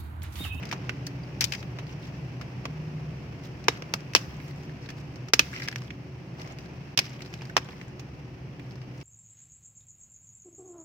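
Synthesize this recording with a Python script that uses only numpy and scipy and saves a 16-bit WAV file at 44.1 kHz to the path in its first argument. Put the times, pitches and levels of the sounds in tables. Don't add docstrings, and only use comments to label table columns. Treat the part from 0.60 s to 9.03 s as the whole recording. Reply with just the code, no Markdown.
import sys
import numpy as np
from scipy import signal
from scipy.fft import rfft, irfft
from scipy.io import wavfile
from scipy.ndimage import uniform_filter1d, minimum_filter1d

SR = 44100
rng = np.random.default_rng(int(sys.argv[2]) if len(sys.argv) > 2 else 0)


def output_pcm(signal):
    pcm = np.clip(np.atleast_2d(signal).T, -1, 1) * 32767
    wavfile.write(sys.argv[1], SR, np.round(pcm).astype(np.int16))


N = 371763

# (time [s], strength [dB], resonance of the flexing piece [Hz],
# ring of the fresh edge [Hz], brightness near 5 kHz [dB], left minus right [dB], t60 [s])
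CRACKS = [(.033, 0, 1420, 5630, -11, 2, .035), (.054, -7, 900, 5200, 4.5, 0, .014),
          (0.1135, 5, 2100, 5300, -2, 2, 0.034), (0.1262, 11.5, 980, 6000, -6, -0.5, 0.046),
          (0.2935, 10.5, 1940, 1460, -7.5, -2.5, 0.031), (.467, -6.5, 800, 4500, 13.5, 0.5, 0.029),
          (.8085, 7.5, 2220, 4080, 13.5, 6, 0.029), (0.8148, 10.5, 2100, 5760, 1, 3, 0.055),
          (.821, 2, 2000, 5820, 9, -2, 0.04), (.832, 5, 3900, 5340, -5, 2, 0.065),
          (0.841, 7, 2440, 3530, 13.5, 5.5, 0.031), (.922, 7.5, 2500, 4890, 1.5, 4, 0.031),
          (0.9354, -3, 2310, 4860, -1, 23, 0.046), (0.9494, 2, 2110, 4930, 0, 2, 0.029),
          (1.028, -6, 1700, 4800, -7, 8, .02), (1.187, 3, 945, 3920, -7.5, 0, 0.073),
          (1.812, 0, 1310, 4960, -4.5, -2, 0.053), (2.054, 9.5, 1000, 1290, -7.5, 1, 0.023),
          (3.083, 27.5, 1160, 3820, -3.5, 0, 0.015), (3.222, 4, 535, 5610, -9.5, -2, 0.016),
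          (3.3379, 15.5, 1290, 2620, 2, .5, 0.012), (3.535, 1, 1960, 5600, 1, 1.5, .011),
          (3.55, 29.5, 1080, 2640, 3.5, 0.5, 0.0071), (3.561, 15, 2920, 2580, 0, -0.5, .026),
          (4.289, -0.5, 1740, 3340, -3, 0, 0.087), (4.303, -8.5, 1750, 4500, 5, 0, 0.027),
          (4.735, 27, 1700, 5370, 3.5, 0.5, 0.024), (4.793, 28, 2750, 2540, 3, 0, 0.017),
          (5.076, 3, 1970, 5080, -6, 0, 0.026), (5.0851, 9, 1830, 5340, 0, 1.5, 0.01),
          (5.159, 5.5, 1720, 5800, -2, -3, 0.013), (5.219, -6.5, 1193, 5630, -4, 0, 0.019),
          (5.305, -1, 2207, 3410, -8, -2.5, 0.031), (5.817, -10, 2400, 3840, 4, 4.5, 0.026),
          (5.986, -10, 2147, 4860, 2, 2, .02), (6.375, 14, 2840, 5200, 6, -6.5, 0.024),
          (6.3894, 17, 2600, 5080, 5, 0.5, 0.029), (6.739, -3.5, 2450, 5500, 1, 4, 0.017),
          (6.819, -1, 1040, 5000, -7.5, 0, .039), (6.9664, 25, 1144, 5570, -4, -2, 0.021),
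          (6.977, 15, 1048, 5030, -7, 1, 0.034), (7.088, -2, 890, 3330, -11, 2, .029),
          (7.213, -4, 1870, 3900, -9, -3, 0.026), (7.395, -5, 856, 6400, 1, -2, 0.048),
          (8.216, -12, 1500, 4950, -4, 1.5, .035), (8.412, -12, 2300, 5350, -1.5, 0, .02)]
# (frequency [Hz], gain [dB])
WALL_COLOUR = [(60, -29), (180, -24.5), (280, -9), (450, -5), (700, -9), (1300, -13), (2600, -6),
               (3700, -11.5), (5500, -8), (6400, -12), (7300, -19.5), (9000, -25), (15500, -24)]
# (frequency [Hz], relative level [dB], t60 [s])
WALL_MODES = [(286, -3, 0.058), (459, -2.5, 0.032), (888, 5.5, 0.01), (1190, 4.5, 0.025), (1623, 3, .022),
              (2593, 5.5, 0.012), (3660, 2.5, .018), (4940, 8, .016), (5636, 7, 0.0164)]
# (time [s], strength [dB], pitch [Hz], left minus right [dB])
CRUMBS = [(.028, -17, 2520, 4), (.09, -20, 5500, -1), (.142, -28, 1690, -2), (.47, -20, 1800, -1),
          (.872, -23, 4500, 5), (3.041, -21.5, 5400, 0), (3.405, -25, 5430, 2), (3.801, -20, 2230, -2),
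          (4.094, -22.5, 1906, -2), (4.558, -23, 5550, 0), (4.685, -18, 5600, -2), (4.931, -14, 1620, 3),
          (4.938, -15, 2220, 2), (4.974, -17, 2750, -5), (5, -12, 2040, 1), (5.021, -13, 2100, 1),
          (5.031, -15.5, 5200, 2), (5.057, -24, 2270, -2), (5.114, -18, 5190, 2), (5.126, -13, 2180, 1),
          (5.183, -22.5, 5400, 4), (5.875, -25, 5660, 1), (5.931, -31, 2203, -12), (6.606, -20.5, 2016, 9),
          (6.62, -15.5, 4880, -2), (6.66, -22, 4830, 2), (6.728, -24, 2180, 0), (6.81, -21, 2520, -4),
          (6.853, -22, 5180, -4), (6.897, -14.5, 1620, -2), (7.995, -22, 2430, -1.5),
          (8.109, -26.5, 5000, -3), (8.12, -30, 5200, -3), (8.156, -28, 5200, 0)]
# (frequency [Hz], gain [dB])
CRUMB_COLOUR = [(200, -12.5), (800, -3.5), (1600, 7), (3700, -1), (5500, -7), (7500, -12), (10000, -20.5),
                (15500, -17.5)]
# (start [s], length [s], pitch [Hz], level [dB], frequency jitter [ratio])
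ROUGH_TONES = [(.631, .012, 4810, -51.5, .05), (.978, .014, 4830, -55, .05), (.998, .014, 4780, -55, .05),
               (6.395, .1, 5100, -58, 0.17)]
# (start [s], length [s], level [dB], tilt [dB/octave], body at 600 Hz [dB], fizz [dB])
GRAINY_BURSTS = [(0, 0.35, -56.5, -4.5, 5, -4), (.847, .19, -54, 7, -2, -5), (1.26, 0.086, -57, 1, 0, -1),
                 (1.41, 0.097, -56.5, 0.5, 0, 3.5), (1.53, .06, -63, 3, 0, -1),
                 (2.827, 0.055, -56, 3, -9, 3.5), (3.102, 0.084, -52, -2.5, -1, 0),
                 (3.684, 0.086, -57, -2, 0, -2), (3.795, 0.14, -58.5, 0, 3.5, 9),
                 (3.941, 0.14, -63.5, 3, 1, 4), (4.211, 0.066, -57, 0, 3.5, -3.5),
                 (4.362, .06, -61, 6, 3.5, -0.5), (4.815, 0.16, -54.5, 1, 5, 2.5),
                 (4.924, 0.16, -43, -1, 0, 0), (5.089, 0.21, -57.5, 0, -2, 4), (5.758, .18, -50, 0, 26, 0),
                 (5.977, .1, -62.5, 4, 0, -2), (6.373, 0.032, -39.5, -4.5, 22, 0),
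                 (6.39, 0.094, -47, 0, -3, -3), (6.458, .13, -54, 0, 7, -3),
                 (6.557, 0.4, -60.5, 2.5, 10, 1), (7.033, 0.25, -58.5, -2, 1, 6),
                 (7.976, 0.18, -73, 3, 6.5, 9), (8.3, 0.23, -64.5, 3.5, 0, 3)]
# (frequency [Hz], gain [dB])
BURST_COLOUR = [(100, -22), (400, -11.5), (1100, -4), (2000, 8.5), (2800, 4.5), (3700, -2), (5400, 4.5),
                (7500, -13), (9500, -22), (15500, -14.5)]
# (frequency [Hz], t60 [s])
YARD_DECAY = [(200, 0.21), (1000, 1), (2500, 0.35), (5500, 0.44), (9000, 0.42), (14000, 0.99)]
# (frequency [Hz], level [dB])
HUM_PARTIALS = [(62.5, -65.5), (125, -55), (283, -60), (371.5, -57.5), (500, -67.5)]
# (start [s], length [s], pitch [Hz], level [dB])
ENGINE_DRONES = [(0, .95, 127, -44), (.2, .5, 285, -50), (1.6, .55, 125, -43), (2, .6, 153, -36.5),
                 (3.2, 1.5, 147, -45), (7.05, 1.4, 127, -45)]
# (frequency [Hz], relative density [dB])
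TRAFFIC_COLOUR = [(25, -27), (36, -16.5), (50, -20.5), (68, -1), (95, -8), (125, 5), (160, 0.5), (220, -9),
                  (320, -9.5), (430, -16), (800, -20), (1400, -26), (2650, -24), (3700, -38), (5500, -33),
                  (7500, -50), (10000, -56), (15500, -52.5)]
# (frequency [Hz], correlation [0-1])
TRAFFIC_COHERENCE = [(60, 0.96), (160, 0.99), (300, 0.85), (600, 0.58), (1200, 0), (3000, 0.04), (15000, 0)]
# (time [s], level [dB])
HISS_LEVELS = [(0, -47.5), (.6, -49.5), (2.3, -50), (2.75, -50.5), (3.3, -50), (4.5, -51), (5.5, -53),
               (6.1, -51), (7.8, -53.5), (8.4, -53)]
# (start [s], end [s], gain [dB])
DIPS = [(4.705, 4.737, -11.5), (6.348, 6.376, -11.5)]


def crack(strength_db, piece_hz, edge_hz, bright_db, pan_db, t60, gentle_below_db=17.5, large_hz=1020):
    gentle = np.clip(2 - strength_db / gentle_below_db, 0, 1)
    octaves_smaller = np.clip(np.log2(piece_hz / large_hz), -0.3, 1)
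    body_db = -0.5 - 5.5 * gentle * octaves_smaller
    fizz_db = -8 + 1.23 * bright_db + 5 * gentle
    tone = [(650, body_db), (1400, 0.0032), (2800, 0.0083),
            (4600, bright_db), (6500, bright_db), (9000, fizz_db)]

    def gain_db(hz):
        piece = resonance(hz, piece_hz, db=4.5 + 3.5 * gentle, octaves=0.55)
        edge = resonance(hz, edge_hz, db=6, octaves=0.063)
        return curve(WALL_COLOUR, hz) + curve(tone, hz) + piece + edge

    return coloured(wall_waves(t60), gain_db) * panned(strength_db, pan_db)


def wall_waves(t60, attack_s=0.00028, after_db=-20, after_t60=0.074):
    t = np.arange(4096) / SR
    front = np.zeros((2, len(t)))
    front[0, 12] = front[1, 7] = 1
    rise = 1 - np.exp(-t / attack_s)
    decay = amp(-60 * t / t60) + amp(after_db - 60 * t / after_t60)
    detune = rng.uniform(0.97, 1.02)
    modes = np.zeros_like(front)
    for hz, db, mode_t60 in WALL_MODES:
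        phase = rng.random((2, 1)) * min(hz / 2500, 1)
        modes += amp(db - 60 * t / mode_t60) * np.sin(2 * np.pi * (hz * detune * t + phase))
    return unit_energy(0.14 * front + scattered(rise * decay) + 0.27 * unit_energy(modes))


def scattered(envelope):
    n = len(envelope)
    left, right = rng.standard_normal((2, n)) * envelope
    side = signal.sosfilt(signal.butter(1, 800, "high", fs=SR, output="sos"), left - right)
    burst = np.array([left + right + side, left + right - side])
    power = (abs(rfft(burst)) ** 2).mean(0)
    band_db = 10 * np.log10(uniform_filter1d(power, size=41))
    whitened = coloured(burst, lambda hz: -np.interp(hz, np.fft.rfftfreq(n, 1 / SR), band_db))
    return unit_energy(whitened[:, :n])


def crumb(strength_db, pitch_hz, pan_db, t60=0.033):
    t = np.arange(1024) / SR
    tap = rng.standard_normal((2, len(t))) * amp(-60 * t / t60)
    gain_db = lambda hz: curve(CRUMB_COLOUR, hz) + resonance(hz, pitch_hz, db=13, octaves=0.36)
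    return unit_energy(coloured(tap, gain_db, size=512)) * panned(strength_db, pan_db)


def loose_crumb(typical_db, typical_hz=3460, spread_db=2.5):
    force, octaves, side = np.clip(rng.standard_normal(size=3), -2, 2)
    pitch_hz = typical_hz * 2 ** (0.95 * min(octaves, 1))
    return crumb(typical_db + spread_db * force, pitch_hz, pan_db=2.5 * side)


def falling_crumbs(per_s=18, hard_crack_db=14.5, mean_delay_s=0.045, fade_db_per_s=79):
    out = np.zeros((2, N))
    for start, length, level_db, *_ in GRAINY_BURSTS:
        typical_db = -32 + 0.53 * (level_db + 61)
        for moment in rng.random(size=round(per_s * length)):
            add(out, start + moment * length, loose_crumb(typical_db))
    for start, strength_db, *_ in CRACKS:
        if strength_db > hard_crack_db:
            for delay in mean_delay_s * rng.exponential(size=10):
                add(out, start + delay, loose_crumb(strength_db - 50 - fade_db_per_s * delay))
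    return out


def rough_tone(length, hz, level_db, jitter):
    n = int(length * SR)
    cycles = np.cumsum(hz * (1 + jitter * rng.standard_normal(n))) / SR
    tone = np.sin(2 * np.pi * cycles) * signal.windows.hann(n)
    return unit_rms(tone) * panned(level_db, 0)


def grainy_burst(length, level_db, tilt_db, body_db, fizz_db, grains_per_s=1200, ring_cycles=2.5):
    n, t = int(length * SR), np.arange(512) / SR
    pitches = np.linspace(1200, 13000, num=14)
    grains = np.zeros((2, n))
    for hz in pitches:
        onsets = rng.random(n) < grains_per_s / len(pitches) / SR
        forces = amp(3.5 * np.minimum(rng.exponential(1, n), 3))
        decay = np.sqrt(hz) * np.exp(-hz * t / ring_cycles)
        ring = decay * np.sin(2 * np.pi * (hz * t + rng.random((2, 1))))
        grains += signal.fftconvolve((onsets * forces)[None], ring, axes=1)[:, :n]
    slow_noise = unit_rms(uniform_filter1d(rng.standard_normal(n), size=300, mode="wrap"))
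    clumps = amp(2.5 * np.clip(slow_noise, -2, 2))
    hiss = rng.standard_normal((2, n))
    burst = clumps * (unit_rms(grains) + hiss) * signal.windows.tukey(n, 0.4)

    def gain_db(hz):
        body = resonance(hz, 600, db=body_db, octaves=1)
        fizz = curve([(6000, 0.0011), (10000, fizz_db)], hz)
        tilt = tilt_db * np.log2(np.clip(hz, 400, 8000) / 2500)
        return curve(BURST_COLOUR, hz) + body + fizz + tilt

    return amp(level_db) * unit_rms(coloured(burst, gain_db))


def yard_tail(sound, wet_db=-24, build_s=0.0017):
    hz, t, bands = signal.stft(rng.standard_normal((2, SR)), SR, nperseg=256)
    bands = bands * amp(-60 * t / curve(YARD_DECAY, hz)[:, None]) * (1 - np.exp(-t / build_s))
    response = unit_energy(signal.istft(bands, SR, nperseg=256)[1])
    return amp(wet_db) * signal.fftconvolve(sound, response, axes=1)[:, :N]


def machine_hum(waver_db=2):
    return sum(amp(db + waver_db * drift(2.3)) * wandering_tone(hz, depth=0.0019, rate_hz=2.4)
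               for hz, db in HUM_PARTIALS)


def engine_drones():
    t, out = np.arange(N) / SR, np.zeros(N)
    for start, length, hz, db in ENGINE_DRONES:
        progress = np.clip((t - start) / length, 0, 1)
        swell = np.sqrt(abs(np.sin(np.pi * progress)))
        out += amp(db) * swell * wandering_tone(hz, depth=0.006, rate_hz=3)
    return out


def traffic(rumble_db=-38.5, recede_db_per_s=0.51, crossover_hz=450):
    t, hz = np.arange(N) / SR, np.fft.rfftfreq(N, 1 / SR)
    left, independent = rfft(rng.standard_normal((2, N)))
    coherence = curve(TRAFFIC_COHERENCE, hz)
    right = coherence * left + np.sqrt(1 - coherence ** 2) * independent
    spectrum = np.array([left, right]) * amp(curve(TRAFFIC_COLOUR, hz))
    low_share = 1 / (1 + (hz / crossover_hz) ** 4)
    rumble = unit_rms(irfft(spectrum * low_share, N))
    hiss = unit_rms(irfft(spectrum * (1 - low_share), N))
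    rumble *= amp(rumble_db - recede_db_per_s * t + 0.98 * drift(8.2))
    hiss *= amp(np.interp(t, *np.transpose(HISS_LEVELS)) + 0.76 * drift(24))
    return rumble + hiss


def dips(ramp_s=0.0057):
    t = np.arange(N) / SR
    return amp(sum(db * np.clip(np.minimum(t - start, end - t) / ramp_s, 0, 1)
                   for start, end, db in DIPS))


def amp(db):
    return 10 ** (np.asarray(db) / 20)


def panned(db, pan_db):
    return amp([[db + pan_db / 2], [db - pan_db / 2]])


def unit_rms(x):
    return x / np.sqrt(np.mean(x ** 2) + 1e-20)


def unit_energy(x):
    return x / np.sqrt(np.sum(x ** 2, axis=-1, keepdims=True) + 1e-20)


def curve(points, hz):
    point_hz, value = np.transpose(points)
    return np.interp(np.log(hz + 1), np.log(point_hz + 1), value)


def resonance(hz, centre_hz, db, octaves):
    return db * np.exp(-(np.log2((hz + 1) / centre_hz) / octaves) ** 2)


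def coloured(x, gain_db, size=2048):
    log_gain = np.log(amp(gain_db(abs(np.fft.fftfreq(size, 1 / SR)))))
    taps = np.fft.ifft(np.exp(np.conj(signal.hilbert(log_gain)))).real
    return signal.fftconvolve(x, taps[None, :size // 2], axes=1)


def drift(rate_hz):
    speed = np.fft.rfftfreq(N, 1 / SR) / rate_hz
    return unit_rms(irfft(rfft(rng.standard_normal(N)) * speed * np.exp(-speed), N))


def wandering_tone(hz, depth, rate_hz):
    cycles = np.cumsum(hz * (1 + depth * drift(rate_hz))) / SR
    return np.sqrt(2) * np.sin(2 * np.pi * cycles)


def add(mix, start_s, sound):
    part = mix[:, round(start_s * SR):][:, :sound.shape[1]]
    part += sound[:, :part.shape[1]]


def scene():
    far = traffic() + (machine_hum() + engine_drones())
    planter = np.zeros((2, N))
    for table, source in ((CRACKS, crack), (CRUMBS, crumb),
                          (ROUGH_TONES, rough_tone), (GRAINY_BURSTS, grainy_burst)):
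        for start, *row in table:
            add(planter, start, source(*row))
    planter += falling_crumbs()
    return (planter + yard_tail(planter) + far) * dips()


def record(dry, threshold_db=-11, slope=0.35, recovery_db_per_s=350, ceiling=1.17, cutoff_hz=15950):
    power_db = 10 * np.log10(abs(uniform_filter1d((dry ** 2).mean(0), size=110)) + 1e-12)
    cut_db = slope * np.maximum(power_db - threshold_db, 0)
    cut_db = -minimum_filter1d(-cut_db, size=900, origin=-449)
    recovery_db = np.arange(N) * recovery_db_per_s / SR
    cut_db = np.maximum.accumulate(cut_db + recovery_db) - recovery_db
    gain = amp(-uniform_filter1d(cut_db, size=300))
    saturated = ceiling * np.tanh(dry * gain / ceiling)
    low_pass = signal.firwin(255, cutoff_hz, window=("kaiser", 8), fs=SR)
    return signal.oaconvolve(saturated, low_pass[None], "same")


dry = scene()
out = record(dry)
output_pcm(out)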